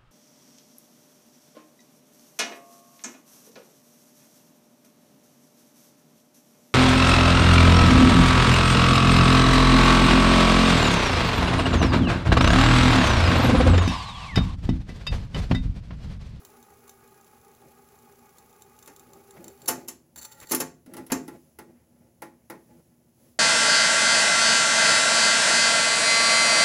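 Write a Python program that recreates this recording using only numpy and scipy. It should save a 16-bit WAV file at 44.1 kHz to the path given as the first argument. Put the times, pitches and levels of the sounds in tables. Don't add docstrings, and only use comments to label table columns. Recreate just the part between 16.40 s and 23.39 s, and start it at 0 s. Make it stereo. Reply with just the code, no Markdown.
import sys
import numpy as np
from scipy import signal
from scipy.fft import rfft, irfft, next_fast_len
from scipy.io import wavfile
from scipy.ndimage import uniform_filter1d

SR = 44100
rng = np.random.default_rng(int(sys.argv[2]) if len(sys.argv) > 2 else 0)


def file_out(sig):
    cols = np.atleast_2d(sig).T
    lim = np.clip(cols, -1, 1)
    pcm = np.round(lim * 32767).astype(np.int16)
    wavfile.write(sys.argv[1], SR, pcm)


N = 308255
TIME = np.arange(N) / SR

# (start s, stop s)
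PLAY, SHIFT = (-0.1, 3.42), (3.755, 4.15)

# frequency in Hz, density in dB per Hz.
HISS = [(1500, -3), (4000, -5.5), (6800, 0.5), (8900, -6.5), (10500, 8.5), (13000, -0.5), (15700, 3.5)]
# frequency in Hz, level in dB, t60 in s.
PANEL_MODES = [(246, -14.5, 1), (337, 1, 0.35), (538, -15.5, 0.37), (645, -29, 0.75), (846, -7, 0.28),
               (855, -6, 0.087), (1054, -14.5, 0.27), (1370, -1, 0.16), (1464, -5, 0.16),
               (1710, -6.5, 0.071), (1880, -12, 0.25), (1990, -5, 0.093), (2140, -10.5, 0.11)]


def gain_of(db):
    return 10 ** (np.asarray(db) / 20)


def evened(x):
    return x / np.sqrt(np.mean(x ** 2) + 1e-30)


def read(points, hz):
    f, value = np.transpose(points)
    return np.interp(np.log(hz + 1), np.log(f + 1), value)


def level(curve):
    return gain_of(np.interp(TIME, *np.transpose(curve)))


def swells(rows):
    total = np.zeros(N)
    for s, length_s, db in rows:
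        total += gain_of(db) * np.sin(np.pi * np.clip((TIME - s) / length_s, 0, 1))
    return total


def add(mix, s, sound):
    part = mix[:, max(round(s * SR), 0):][:, :sound.shape[1]]
    part += sound[:, :part.shape[1]]


def complex_noise(*shape):
    return rng.standard_normal(shape) + 1j * rng.standard_normal(shape)


def noise(colour, size=N, low_hz=20, high_hz=20000):
    # frequency in Hz, share in common from 0 to 1.
    likeness = [(60, 1), (300, 0.98), (700, 0.65), (1500, 0.18), (5000, 0.082), (15000, 0.18)]
    n = next_fast_len(size)
    hz = np.fft.rfftfreq(n, 1 / SR)
    left, other = complex_noise(2, len(hz))
    same = np.clip(read(likeness, hz), 0, 1)
    right = same * left + np.sqrt(1 - same ** 2) * other
    shape = gain_of(read(colour, hz)) * (hz > low_hz) * (hz < high_hz)
    return evened(irfft(np.array([left, right]) * shape, n)[:, :size])


def ragged(colour, depth_db, count=460):
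    hz = np.geomspace(40, 17000, count)
    peaks = np.clip(rng.standard_normal(count), -2, 2)
    return np.c_[hz, read(colour, hz) + depth_db * (hz > 900) * peaks]


def drift(rate_hz):
    hz = np.fft.rfftfreq(2 * N, 1 / SR)[:4000]
    slow = irfft(complex_noise(len(hz)) * np.exp(-(hz / rate_hz) ** 2))
    return evened(np.interp(TIME, np.linspace(0, 2 * N / SR, len(slow)), slow))


def dying(t, t60):
    return (t >= 0) * gain_of(-60 * np.maximum(t, 0) / t60)


def mode(hz, t60, t):
    onset = 1 - np.exp(-t / 0.0012)
    return dying(t, t60) * onset * np.sin(2 * np.pi * (hz * t[None] + rng.random()))


def struck(pushes, modes):
    out = np.zeros((2, N))
    for s, force_db in pushes:
        add(out, s, sum(gain_of(force_db + db) * mode(hz, t60, TIME[:SR // 2]) for hz, db, t60 in modes))
    return out


def resonate(x, peaks):
    total = np.zeros_like(x)
    for hz, width_hz, db in peaks:
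        section = np.concatenate(signal.iirpeak(hz, hz / width_hz, SR))
        total += gain_of(db) * signal.sosfilt([section] * 2, x)
    return evened(total)


def throb(hz, depth, wander=0.008):
    turns = np.cumsum(hz * (1 + wander * drift(5.4))) / SR
    return evened(np.exp(depth * np.cos(2 * np.pi * turns)))


def running(start, stop, spin_up_s=0.0098, coast_t60=0.4):
    return np.clip((TIME - start) / spin_up_s, 0, 1) * dying(np.maximum(TIME - stop, 0), coast_t60)


def load(full_s=2.9, build_s=0.5, slack_db=-12):
    return gain_of(slack_db * np.clip((full_s - TIME) / build_s, 0, 1))


def playing():
    # time in s, gain in dB.
    nearness = [(0, 2), (.7, 0.1), (1.6, -.5), (3.3, 0.5)]
    return running(*PLAY) * level(nearness)


def whir(play, level_db=-56, motor_hz=52.6, flywheel_hz=6.5, shift_db=-10):
    # frequency in Hz, width in Hz, level in dB.
    transport = [(399, 65, -2), (458, 20, -5.5), (806, 63, 0), (850.4, 27, 0.5), (1125, 44, -5.5),
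                 (1233, 110, -4), (1458, 50, -8.5), (1653, 63, -9.5), (1948, 410, -19), (2230, 26, -11.5),
                 (2454, 78, -15)]
    shake = noise([(100, 0.00065), (3000, 0)], high_hz=4000)
    shake = shake * throb(motor_hz, depth=0.48) * throb(flywheel_hz, depth=0.24)
    runs = play + gain_of(shift_db) * running(*SHIFT)
    return gain_of(level_db) * resonate(shake, transport) * runs


def whine(play, level_db=-58, whine_hz=394, throb_hz=5.8):
    turns = np.cumsum(whine_hz * (1 + 0.006 * drift(5.56))) / SR
    tone = np.sin(2 * np.pi * turns) * gain_of(0.9 * drift(5)) * throb(throb_hz, depth=0.51)
    return gain_of(level_db) * evened(tone) * play * load()


def tape(play, level_db=-58.5, reel_hz=58.7, shift_db=4.5):
    # frequency in Hz, density in dB per Hz.
    sliding = [(200, 8), (600, 9), (1000, 2), (2300, 2), (3400, -2), (5000, -1.5), (7400, -1.5),
               (8800, -12), (10000, 5.5), (10800, 4.5), (11800, 2), (14000, 4.5), (15700, 4.5)]
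    rub = noise(ragged(sliding, depth_db=2.5)) * throb(reel_hz, depth=0.18) * gain_of(2.4 * drift(59))
    return gain_of(level_db) * rub * (play + gain_of(shift_db) * running(*SHIFT))


def motor(hiss_db=-61.5):
    play = playing()
    return whir(play) + whine(play) + tape(play) + gain_of(hiss_db) * play * noise(HISS)


def room(air_db=-64, hiss_db=-66, hum_spread_db=4):
    # frequency in Hz, density in dB per Hz.
    air = [(18, -58), (30, -37.5), (64, -6.5), (173, -4.5), (206, -10), (240, 2.5), (280, -18),
           (321, -13.5), (510, -14.5), (606, -16.5), (3000, -37.5), (3900, -94), (6600, -120)]
    # frequency in Hz, level in dB.
    partials = [(75, -72.5), (118, -75), (240, -69)]
    out = gain_of(air_db) * noise(air) + gain_of(hiss_db) * noise(HISS)
    for hz, db in partials:
        tone = np.sin(2 * np.pi * hz * TIME + 1.1 * drift(6))
        out += gain_of(db) * evened(tone * gain_of(hum_spread_db * drift(7.9)))
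    return out


def passing_teeth(tooth_hz=29.6, tooth_db=-59.5, spread_db=2.5):
    passing = np.diff(np.floor(tooth_hz * TIME), prepend=0)
    uneven_db = tooth_db + spread_db * np.clip(rng.standard_normal(N), -2, 2)
    return passing * (running(*PLAY) * gain_of(uneven_db)) ** 2


def rattling_teeth(ring, teeth_per_s=700, spread=0.34, mesh_db=-64):
    # start in s, length in s, relative level in dB.
    bursts = [(3.757, 0.05, -47.5), (3.808, 0.031, -43.5), (3.838, .022, -42.5), (3.913, .02, -46.5),
              (4.0, .04, -48.5), (4.085, 0.035, -44)]
    teeth = (rng.random(N) < teeth_per_s / SR) * np.exp(spread * rng.standard_normal(N))
    drive = swells(bursts) ** 2 + (gain_of(mesh_db) * running(*SHIFT)) ** 2
    return teeth / teeth.mean() / ring.sum() * drive


def gear_train(level_db=-56):
    # frequency in Hz, width in Hz, level in dB.
    train = [(552, 18, -1.5), (862, 42, 1.5), (1388, 50, 2), (1894, 150, -4.5)]
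    return gain_of(level_db) * running(*SHIFT) * resonate(noise([(100, 0), (5000, 0.0029)]), train)


def gears(t60=0.026, room_t60=0.2, room_db=-18, wheel_db=-12):
    # time in s, relative peak in dB.
    ticks = [(.0498, -41.5), (.227, -49), (.478, -47.5), (.494, -40.5), (1.9835, -45), (2.2208, -44.5),
             (2.389, -47.5), (2.4255, -44.5), (2.4598, -45), (2.562, -46), (2.5951, -45.5), (2.7332, -47),
             (2.908, -45.5), (3.0423, -40.5), (3.0803, -39.5), (3.218, -44.5), (3.2586, -39),
             (3.2764, -31.5), (3.4773, -44), (3.7596, -39), (4.0008, -43), (4.0707, -44), (4.0946, -42.5)]
    # frequency in Hz, density in dB per Hz.
    colour = [(200, -20.5), (900, -5.5), (1900, -6.5), (3000, -9.5), (4000, -6.5), (4450, -1.5),
              (4900, -10.5), (5800, -4), (7300, 2), (8900, -11), (10700, 9), (11800, -5), (16000, -2.5)]
    # frequency in Hz, width in Hz, level in dB.
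    wheel_peaks = [(4435, 210, 2.5), (5810, 380, -8.5), (7400, 540, -15.5)]
    t = np.arange(SR // 4) / SR
    decay = dying(t, t60) ** 2 + (gain_of(room_db) * dying(t, room_t60)) ** 2
    ring = decay * (1 - np.exp(-t / 0.0005))
    catches = passing_teeth()
    for s, db in ticks:
        catches[round(s * SR)] = gain_of(db) ** 2
    catches += rattling_teeth(ring)
    envelope = np.sqrt(abs(signal.fftconvolve(catches, ring)[:N]))
    ticking = gain_of(6.0) * envelope * noise(ragged(colour, depth_db=7.5))
    wheel = gain_of(wheel_db) * ticking.std() * resonate(ticking, wheel_peaks) * load()
    return ticking + wheel + gear_train()


def rubs(grip_db=-67, grip_spread_db=2.5):
    # start in s, length in s, relative level in dB.
    bumps = [(1.197, .12, -54), (2.638, 0.22, -53.5), (2.922, .22, -45), (3.198, 0.3, -44.5),
             (3.76, 0.053, -56), (4.466, 0.088, -49.5), (4.512, 0.15, -42.5), (4.89, 0.094, -46.5),
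             (5.275, 0.058, -54), (5.59, 0.14, -63.5), (6.26, 0.16, -52.5), (6.765, 0.15, -58)]
    # frequency in Hz, density in dB per Hz.
    colour = [(50, -25), (130, 2.5), (270, -1), (380, -6.5), (560, -0.5), (1000, -18), (2000, -18.5),
              (3500, -32.5), (16000, -32)]
    rub = noise(colour) * gain_of(2.0 * drift(28))
    ringing = resonate(rub, [(hz, 50, db) for hz, db, t60 in PANEL_MODES])
    grip = gain_of(grip_db + grip_spread_db * drift(6.1)) * running(3.5, 6.95)
    return (swells(bumps) + grip) * (0.67 * rub + 0.36 * ringing)


def clacks():
    # time in s, chatter in s, relative strength in dB, brightness in dB, extra body knock in dB.
    rows = [(2.4746, 0.002, -47, 6.5, 2.5), (3.2802, .0013, -26.5, 12.5, -8.5),
            (3.2837, 0.0056, -25, 12.5, 4), (3.3027, 0.01, -32.5, 4.5, 1), (3.4824, .0035, -36, 12, -3),
            (4.111, .012, -27.5, 2, -0.5), (4.117, 0.0031, -26.5, 13.5, 2.5), (4.129, .009, -28, 0, 1.5),
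            (4.147, 0.0019, -29.5, 17.5, -8), (4.2013, 0.0059, -25.5, 8, 0),
            (4.718, 0.0035, -22.5, 4.5, -0.5)]
    # frequency in Hz, density in dB per Hz.
    metal = [(50, -18.5), (150, -6.5), (300, 3), (550, -2.5), (900, -1.5), (1400, -3), (2100, -6.5),
             (3300, -13.5), (4700, -12), (7000, -6.5), (8800, -14.5), (10400, 2.5), (12200, -3),
             (16000, -10)]
    # Thud, knock, snap and tick of an even blow, in dB.
    bands_db = (-0.31, 0.32, .3, 0.24)
    # frequency in Hz, level in dB, t60 in s.
    cabinet = [(156.6, -11, 0.64), (254.5, -1.5, 0.39), (307, -15, 0.098), (348.4, -8.5, 0.55),
               (407, -8, 0.28), (436, -19, 0.14), (526, -8, 0.28), (644, -19, 0.13), (702, -14.5, 0.36),
               (878.6, -5.5, 0.24), (1100, -17.5, 0.099), (1125, -11, 0.28), (1227, -7, 0.17),
               (1640, -18, .2), (1813, -7, 0.17), (1990, -28.5, 0.45), (2090, -10, 0.13)]
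    out = np.zeros((2, N))
    colour = ragged(metal, depth_db=5.0)
    for row in rows:
        s, sound = blow(row, colour, bands_db, cabinet, modes_db=2.0, shadow_db=0.0)
        add(out, s, gain_of(-3.0) * sound)
    return out


def blow(row, colour, bands_db, modes, modes_db, shadow_db, crack_db=3, crack_t60=0.0013, count=4):
    # low edge in Hz, high edge in Hz, rise in s,
    # contact t60 in s, room level in dB, room t60 in s.
    rings = [(40.7, 450, 0.0079, 0.064, -3, 0.38), (433, 2600, 0.0027, 0.14, -4.5, 0.29),
             (2546, 8800, 0.00078, 0.078, -8.5, 0.26), (9100, 16000, 0.00033, 0.047, -11.5, 0.19)]
    tilt = (-1.02, -0.29, 0.38, 1)
    s, chatter_s, strength_db, bright_db, body_db = row
    band_db = strength_db + np.array(bands_db) + bright_db * np.array(tilt) + np.array([0, body_db, 0, 0])
    t = np.arange(SR * 3 // 4) / SR
    steps = np.arange(1, count) + rng.uniform(-0.3, 0.3, count - 1)
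    contacts = chatter_s * np.r_[0, steps / (count - 1)]
    cracks = sum(gain_of(crack_db) ** 2 * dying(t - c, crack_t60) ** 2 for c in contacts)
    out = np.zeros((2, len(t)))
    for db, (low, high, rise, t60, room_db, room_t60) in zip(band_db, rings):
        near = sum(dying(t - c, t60) ** 2 for c in contacts)
        near = near / near.max() + cracks * (low > 1000)
        near = near * (1 - np.exp(-t / rise)) ** 2
        tail = (gain_of(room_db) * dying(t, room_t60) * (1 - np.exp(-t / (rise + 0.0044)))) ** 2
        power = near * gain_of([[0], [2 * shadow_db]]) + tail
        envelope = np.sqrt(power / uniform_filter1d(power[0], size=200).max())
        out += gain_of(db) * envelope * noise(colour, len(t), low, high)
    thud_top_hz = rings[0][1]
    for hz, db, t60 in modes:
        force_db = band_db[int(hz > thud_top_hz)] + modes_db + 1.2 * rng.standard_normal()
        out += gain_of(force_db + db) * mode(hz, t60, t)
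    return s, out


def grinding():
    # start in s, length in s, level in dB.
    grinds = [(2.955, 0.036, -51), (4.008, 0.047, -45.5), (4.698, 0.023, -34), (5.31, 0.16, -70),
              (5.95, 0.15, -74.5)]
    colour = [(200, 1.5), (900, 3), (2100, 5.5), (3500, -10), (6000, -14), (9000, -32), (10500, -7), (16000, -16)]
    return swells(grinds) * noise(colour) * gain_of(drift(200))


def spring():
    # time in s, force in dB.
    twangs = [(3.286, -39.5), (3.484, -45)]
    # frequency in Hz, level in dB, t60 in s.
    modes = [(6800, -5.5, 0.26), (7100, -3.5, .3), (7800, -2, 0.2)]
    return struck(twangs, modes)


def switch_clicks():
    # time in s, chatter in s, relative strength in dB, brightness in dB, extra body knock in dB.
    detents = [(4.461, 0.00088, -51.5, 1, -4.5), (4.536, 0.0029, -41.5, 2.5, -2),
               (4.5668, 0.00075, -39, 4, -2), (4.579, .006, -49, -2, 4), (4.665, .001, -49.5, 8, -5),
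               (4.8787, 0.003, -40.5, 1.5, -1), (5.1871, 0.0027, -41.5, 3, 0),
               (5.8199, 0.0011, -39.5, 5, 4), (6.0988, .003, -38.5, 3, 3.5)]
    # frequency in Hz, density in dB per Hz.
    plastic = [(50, -32), (150, 2), (330, 5), (650, -6), (900, -0.5), (1400, -6.5), (2050, -8.5),
               (3000, -19), (5500, -19), (8700, -20.5), (10500, -0.5), (13000, -13), (16000, -8)]
    # Thud, knock, snap and tick of an even blow, in dB.
    bands_db = (-0.1, 1.5, -4, 3)
    out = np.zeros((2, N))
    colour = ragged(plastic, depth_db=1.0)
    for row in detents:
        s, sound = blow(row, colour, bands_db, PANEL_MODES, modes_db=5.0, shadow_db=-1.0)
        add(out, s, gain_of(-4.0) * sound)
    return out


def deck_booms():
    # time in s, force in dB.
    booms = [(4.476, -40.5), (4.55, -39.5), (4.579, -36), (4.719, -18), (4.882, -38)]
    # frequency in Hz, level in dB, t60 in s.
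    modes = [(215, -13, 0.18), (261.3, 0.5, 0.23), (308, -4.5, 0.12), (427, -8.5, 0.19)]
    return struck(booms, modes)


def hiss_swells():
    # start in s, length in s, level in dB.
    arches = [(4.5, .75, -61), (6.0, .6, -65), (6.72, 0.28, -60)]
    return swells(arches) * noise(HISS)


def scene():
    deck = motor() + gears() + clacks() + spring() + deck_booms()
    hand = rubs() + grinding() + switch_clicks()
    return deck + hand + room() + hiss_swells()


def record(dry, edge_hz=16100):
    # frequency in Hz, gain in dB.
    far_port = [(100, -3), (300, -0.5), (700, -2), (1500, -8.5), (3000, -0.5), (7500, 0), (8600, -3.5),
                (9500, -26), (16000, -13)]
    # frequency in Hz, lag in s.
    lag = [(100, 0.00024), (600, 0.00027), (1000, 0.00012), (1300, 0.00037), (16000, .00036)]
    n = next_fast_len(N + 4096)
    hz = np.fft.rfftfreq(n, 1 / SR)
    port = gain_of(read(far_port, hz)) * np.exp(-2j * np.pi * hz * read(lag, hz))
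    right = irfft(rfft(dry[1], n) * port, n)[:N]
    lowpass = signal.firwin(255, edge_hz, window=("kaiser", 8), fs=SR)
    return signal.oaconvolve(np.array([dry[0], right]), lowpass[None], "same")


dry = scene()
out = record(dry)
file_out(out)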